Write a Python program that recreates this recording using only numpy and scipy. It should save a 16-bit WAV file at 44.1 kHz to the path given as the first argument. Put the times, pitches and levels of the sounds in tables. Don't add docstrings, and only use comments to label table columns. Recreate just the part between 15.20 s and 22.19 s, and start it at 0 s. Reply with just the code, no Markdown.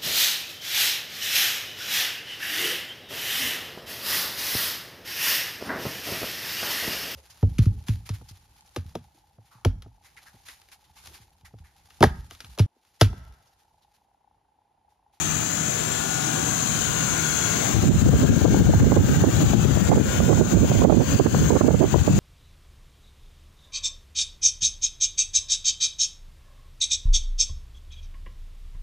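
import sys
import numpy as np
from scipy import signal
from scipy.fft import rfft, irfft, next_fast_len
from scipy.io import wavfile
from scipy.ndimage import uniform_filter1d, map_coordinates

SR = 44100
rng = np.random.default_rng(int(sys.argv[2]) if len(sys.argv) > 2 else 0)


def dump_mix(stems):
    frames = np.atleast_2d(stems).T
    limited = np.clip(frames, -1, 1)
    pcm = np.round(limited * 32767).astype(np.int16)
    wavfile.write(sys.argv[1], SR, pcm)


def gain_from_db(level_db):
    decades = np.asarray(level_db, float) / 20
    return 10 ** decades


N = 308259
T = np.arange(N) / SR

# (frequency [Hz], left density [dB/Hz], right density [dB/Hz])
RUMBLE = [(20, -82, -84), (30, -71, -80), (50, -59, -104), (96, -47.5, -52), (244, -50.5, -54.5),
          (550, -58, -62), (1110, -57, -63.5), (1440, -55.5, -70), (1730, -58.5, -69.5), (3940, -60, -73.5),
          (5400, -64.5, -77)]
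# (frequency [Hz], left density [dB/Hz], right density [dB/Hz])
HISS = [(5600, -64, -74), (5900, -60, -70), (6200, -51, -66), (6500, -49, -68), (6800, -53, -71),
        (7050, -48, -67), (7500, -52, -72), (8000, -64, -85), (9000, -68, -80), (9500, -67, -75),
        (12300, -71, -72), (13100, -77, -79), (13900, -86, -87), (14500, -72, -78), (14900, -67, -72),
        (15400, -69, -75), (15800, -68, -75)]
AIR_COLOUR = RUMBLE + HISS[1:]
# (time [s], machine level [dB], turn [0 = side panel, 1 = fan grille], air stream at the ports [dB])
WALK = [(0, -36, 0.04, -33), (.9, -35, 0.12, -59), (1.6, -34, 0.025, -32), (2.3, -33.5, 0.2, -37),
        (2.5, -34, 0.38, -34), (2.6, -36.5, 0.65, -23), (3.0, -34.5, 0.94, -20), (3.6, -36.5, 1, -20.5),
        (4.1, -35, 0.93, -21), (4.6, -36.5, 1, -24), (5.0, -36.5, .9, -22), (5.6, -36, 0.99, -22),
        (6.2, -36.5, 1, -22), (6.6, -37.5, 0.97, -21), (7, -36, 0.99, -19.5)]

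PORT_LAG_S = 0.00065
TURN_WHISTLE_DB, TURN_DRIVE_DB = -3, 3.5


def evened(x):
    return x / np.sqrt(np.mean(x ** 2) + 1e-20)


def read(points, hz, col=1):
    p = np.array(points)
    return np.interp(np.log(hz + 1), np.log(p[:, 0] + 1), p[:, col])


def curve(rows, col, t=T):
    p = np.array(rows)
    return np.interp(t, p[:, 0], p[:, col])


def drift(top_hz):
    z = rfft(rng.standard_normal(N))
    rolloff = np.exp(-(np.fft.rfftfreq(N, 1 / SR) / top_hz) ** 2)
    return evened(irfft(z * rolloff, N))


def tone(hz, db, wobble_hz, fade_db, fade_hz):
    phase = 2 * np.pi * np.cumsum(hz + wobble_hz * drift(4.15)) / SR
    right_db = read(AIR_COLOUR, hz, col=2) - read(AIR_COLOUR, hz, col=1)
    fades = np.array([fade_db * drift(fade_hz), right_db + fade_db * drift(fade_hz)])
    port_phase = [[0], [2 * np.pi * hz * PORT_LAG_S]]
    return np.sqrt(2) * gain_from_db(db + fades) * np.sin(phase + 6 * rng.random() + port_phase)


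def compressor():
    # (multiple of the shaft speed [-], level [dB])
    orders = [(4, -43), (5, -49), (9, -44), (10, -42), (11, -50), (15, -51), (17, -49), (19, -38),
              (20, -48), (21, -42), (22, -53), (23, -45), (30, -52), (34, -52), (36, -51), (37, -51),
              (40, -50), (42, -52), (43, -54), (44, -47), (48, -54), (55, -52), (60, -54), (73, -50),
              (79, -44), (82, -48), (85, -42), (97, -43)]
    # (multiple [-], centre time [s], half length [s], gain [dB])
    beams = [(9, .5, .6, 12), (9, 2.0, .6, 11), (10, 1.15, .6, 13), (19, 1.0, .3, 9), (19, 2.0, .45, 8),
             (19, 3.4, .6, 5), (19, 5.05, .4, 9), (19, 6.3, .5, 4), (21, 1.3, .4, 5), (21, 2.2, .45, 9),
             (21, 3.4, .7, 10), (21, 5.8, 1.1, 6), (23, .4, .7, 9), (23, 2.0, .3, 4), (44, 2.2, .4, 9)]
    shaft_hz, off_lobe_db = 75.99, -6
    out = np.zeros((2, N))
    for k, db in orders:
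        swells = [gain_db * np.exp(-((T - s) / half) ** 4) for order, s, half, gain_db in beams if order == k]
        if swells:
            out += tone(k * shaft_hz, db + 1.5 + off_lobe_db + sum(swells), .4, 1., 2.5)
        else:
            facing_db = TURN_WHISTLE_DB * curve(WALK, col=2) * (k > 70)
            out += tone(k * shaft_hz, db - .5 + facing_db, .8, 2.5, 1.5)
    return out


def fan_tones():
    # (frequency [Hz], level [dB])
    blade_lines = [(80.5, -46), (121, -37), (160.5, -33.5), (200, -44)]
    # (frequency [Hz], level [dB])
    valve_lines = [(6195, -48), (6600, -46), (6965, -46), (7004, -44), (7290, -46), (11540, -64),
                   (12220, -63)]
    # (frequency [Hz], level [dB])
    drive_lines = [(14729, -70), (14809, -67), (14853, -64), (14890, -61), (14998, -62), (15106, -61),
                   (15385, -70)]
    turn = curve(WALK, col=2)
    hum = sum(tone(hz, db - 2.2, 3, 2.5, 4) for hz, db in blade_lines)
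    valve = sum(tone(hz, db, 14, 3, 3) for hz, db in valve_lines)
    whine = sum(tone(hz, db, 4, 4, 3) for hz, db in drive_lines)
    return hum + valve * gain_from_db(TURN_WHISTLE_DB * turn) + whine * gain_from_db(2.2 * TURN_DRIVE_DB * turn - 1.5)


def fan_air():
    # (frequency [Hz], coherence [0-1])
    likeness = [(60, 0), (130, 0.75), (400, 0.74), (800, 0.17), (1000, 0.3), (1500, 0.75), (2000, 0),
                (15000, 0.25)]
    frames, hz = N // 256 + 5, np.fft.rfftfreq(1024, 1 / SR)
    t = np.arange(frames) * 256 / SR
    a, b, c, d, patches, streaks = rng.standard_normal((6, 513, frames))
    streaks = evened(uniform_filter1d(uniform_filter1d(streaks, size=40, axis=1), size=40, axis=1))
    patches = evened(uniform_filter1d(uniform_filter1d(patches, size=4, axis=0), size=50, axis=1))

    shared = np.clip(read(likeness, hz), 0, 1)[:, None]
    lag = np.exp(-2j * np.pi * hz * PORT_LAG_S)[:, None]
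    right = a + 1j * b
    left = shared * lag * right + np.sqrt(1 - shared ** 2) * (c + 1j * d)
    colour_db = np.array([read(AIR_COLOUR, hz, col=k) for k in (1, 2)])[:, :, None]

    low = 1 / (1 + (hz / 900) ** 4)
    whistle = np.exp(-((hz - 6800) / 1100) ** 4)
    drive = 1 / (1 + (13500 / (hz + 1)) ** 16)
    fine = np.exp(-((hz - 10800) / 2800) ** 6)
    turn_db = 9.5 * low + TURN_WHISTLE_DB * whistle + TURN_DRIVE_DB * drive - 3.5 * fine
    facing_db = np.outer(turn_db, curve(WALK, col=2, t=t))

    uneven_db = 1.86 * patches + (1.85 + 1.4 * whistle[:, None]) * streaks
    z = np.array([left, right]) * gain_from_db(colour_db + facing_db + uneven_db)
    return gain_from_db(12) * signal.istft(z, nperseg=1024, noverlap=768)[1][:, :N]


def gust_field(rows):
    edge_s, stream_speed, breeze_speed = .012, 1.1, .62
    total = gain_from_db(2 * curve(WALK, col=3))
    in_jet = np.clip(curve(WALK, col=2), 0, 1)
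    flow = total * (breeze_speed + (stream_speed - breeze_speed) * in_jet)
    for s, length, db, speed in rows:
        window = (np.tanh((T - s) / edge_s) - np.tanh((T - s - length) / edge_s)) / 2
        part = gain_from_db(2 * db) * window
        total = total + part
        flow = flow + speed * part
    return 10 * np.log10(total), flow / total


def eddies(speed):
    # (frequency [Hz], level [dB])
    spectrum = [(8, -52), (30, 4), (60, 2), (100, 0), (160, -1), (300, -14), (600, -35.5), (1500, -66),
                (20000, -100)]
    size = next_fast_len(2 * N)
    z = rfft(rng.standard_normal(size)) * gain_from_db(read(spectrum, np.fft.rfftfreq(size, 1 / SR)))
    return map_coordinates(irfft(z, size), [np.cumsum(speed)], order=1, mode="wrap")


def gusts(level_db, speed):
    # (time [s], depth [dB], half length [s])
    calms = [(2.882, 5, 0.0073), (3.0, 0, 0.017), (3.155, 19, 0.0085), (3.19, 2, .012), (3.202, 26, 0.0068),
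             (5.296, 16, .022), (5.925, 2, 0.012), (5.978, 28, 0.013), (6.041, 11, 0.011),
             (6.392, 25, 0.014), (6.701, 16, .025), (6.844, 11, 0.011)]
    burst = .3 * drift(29.83)
    x = eddies(speed * np.exp(burst)) * gain_from_db(4 * drift(28)) * np.exp(.6 * burst)
    x = signal.sosfilt(signal.butter(3, 66, "high", fs=SR, output="sos"), x)
    slow = np.sqrt(uniform_filter1d(uniform_filter1d(x ** 2, size=3000), size=3000) + 1e-12)
    calm_db = sum(db * np.exp(-((T - s) / half) ** 4) for s, db, half in calms)
    return gain_from_db(level_db - calm_db) * x / slow


def slaps(strong, level_db, speed):
    small_count = 70
    out = np.zeros(N)
    fast = eddies(3.35 * np.exp(.18 * drift(60)))
    t = np.arange(-700, 1100) / SR

    when, size = rng.random((small_count, 2)).T
    times = 2.5 + 4.45 * (np.arange(small_count) + when) / small_count
    small_db = np.interp(times, T, level_db + 10 * (speed - 1)) - 21 + 8 * size
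    rows = list(zip(times, small_db)) + [(s, db + 4) for s, db in strong]

    for (s, db), (sign, width) in zip(rows, rng.random((len(rows), 2))):
        length = .004 + .0002 * max(db + 27, 0)
        shape = np.exp(-(t / np.where(t < 0, 0.46 * length, 0.79 * length)) ** 2)
        at = round(s * SR) - 700 + np.arange(len(t))
        scrap = fast[np.minimum(at, N - 1)] * shape
        scrap = scrap * np.sqrt((shape ** 2).sum() / (scrap ** 2).sum())
        u = (t + .002) / (.0004 + .00025 * width)
        kink = np.sign(sign - .5) * (1 - u ** 2) * np.exp(-u ** 2 / 2)
        slap = gain_from_db(db + 3) * scrap + gain_from_db(db + 7.5) * kink
        out[at[at < N]] += slap[at < N]
    return out


def wind():
    # (start [s], length [s], level [dB], air speed [1 = usual])
    left_gusts = [(2.54, .1, -14, 1.07), (2.73, 0.098, -10, 0.65), (2.82, .14, -5.5, 0.93),
                  (3.03, 0.168, -6.5, 1.1), (3.22, 0.081, -6.5, 1.13), (3.3, .11, -13, 1.3),
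                  (3.4, .13, -5.5, 1.184), (3.57, 0.095, -6, 0.72), (3.76, 0.13, -11, 1.09),
                  (3.98, 0.069, -15, 0.76), (4.12, 0.17, -14, 0.89), (4.3, 0.19, -9.5, 0.92),
                  (4.5, .16, -12, .9), (4.72, 0.12, -10.5, 1.15), (5.44, .07, -14, 0.92),
                  (5.63, 0.029, -9.5, 0.74), (6.08, .19, -15, 1.007), (6.74, 0.087, -6.5, 1.2),
                  (6.88, .11, -10, 0.94)]
    right_gusts = [(2.65, 0.023, -11.5, 0.95), (2.69, 0.024, 1, .9), (2.74, 0.034, -11, 0.95),
                   (2.82, .08, -13, 0.88), (2.91, 0.073, -9.5, 1.01), (3.0, 0.15, -14, 1.096),
                   (3.32, .13, -14.5, 1.05), (3.46, .12, -9, 0.89), (3.58, 0.23, -6, 1.3),
                   (3.8, 0.047, -10, 1.29), (3.9, .13, -12.5, 1.31), (4.03, 0.053, -7, 1.51),
                   (4.2, 0.088, -15, 0.73), (4.7, 0.037, -6.5, 1.425), (4.74, 0.063, -11, 1.52),
                   (4.99, 0.082, -11, 1.26), (5.07, .22, -7.5, 1.3), (5.32, 0.12, -4, 1.14),
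                   (5.5, .11, -11.5, 1.455), (5.62, 0.2, -3, 1.65), (5.94, 0.14, -6.5, 1.36),
                   (6.18, 0.064, -13, 1.33), (6.3, .11, -8.5, 1.48), (6.4, 0.3, -5.5, 1.57),
                   (6.86, 0.14, -12, 1.3)]
    # (time [s], peak level of the bright part [dB])
    left_slaps = [(2.891, -18), (3.052, -16), (3.129, -21.5), (3.22, -22), (3.255, -11), (3.282, -17),
                  (3.346, -16), (3.472, -16), (4.336, -18), (4.575, -19.5), (6.148, -19), (6.744, -9),
                  (6.761, -14)]
    right_slaps = [(3.539, -16), (3.644, -19), (3.722, -12), (3.768, -6.5), (4.041, -8), (4.719, -7),
                   (4.732, -10.5), (4.779, -15.5), (5.005, -18.5), (5.13, -14), (5.215, -10), (5.373, -16),
                   (5.519, -15.5), (5.62, -12), (5.652, 1.5), (5.7, -4), (5.727, -5), (5.775, -12),
                   (5.804, -15), (6.001, -8), (6.063, -7.5), (6.307, -13), (6.367, -9), (6.413, -9),
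                   (6.468, -20), (6.485, -3), (6.509, -13), (6.545, -13.5), (6.629, -15), (6.643, -8),
                   (6.88, -9.5)]
    ports = []
    for rows, strong in ((left_gusts, left_slaps), (right_gusts, right_slaps)):
        level_db, speed = gust_field(rows)
        ports.append(gusts(level_db, speed) + slaps(strong, level_db, speed))
    return np.array(ports)


def scene():
    machine = compressor() + fan_tones() + fan_air()
    return machine * gain_from_db(curve(WALK, col=1) + 33.5) + wind()


def low_pass(x):
    return signal.sosfilt(signal.butter(12, 17070, fs=SR, output="sos"), x)


def record(dry):
    cut = signal.sosfilt(signal.butter(3, 55, "high", fs=SR, output="sos"), dry)
    power_db = 10 * np.log10(abs(uniform_filter1d((cut ** 2).max(0), size=300)) + 1e-12)
    fall = T * 146
    peak_db = np.maximum.accumulate(power_db + fall) - fall
    over_db = np.maximum(peak_db + 14.5, 0)
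    held = cut / gain_from_db(0.62 * uniform_filter1d(over_db, size=200))
    held = 1.05 * np.tanh(held / 1.05)
    edge = signal.firwin(1023, 15790, window=("kaiser", 9), fs=SR)
    return low_pass(signal.oaconvolve(held, edge[None], "same"))


dry = scene()
out = record(dry)
dump_mix(out)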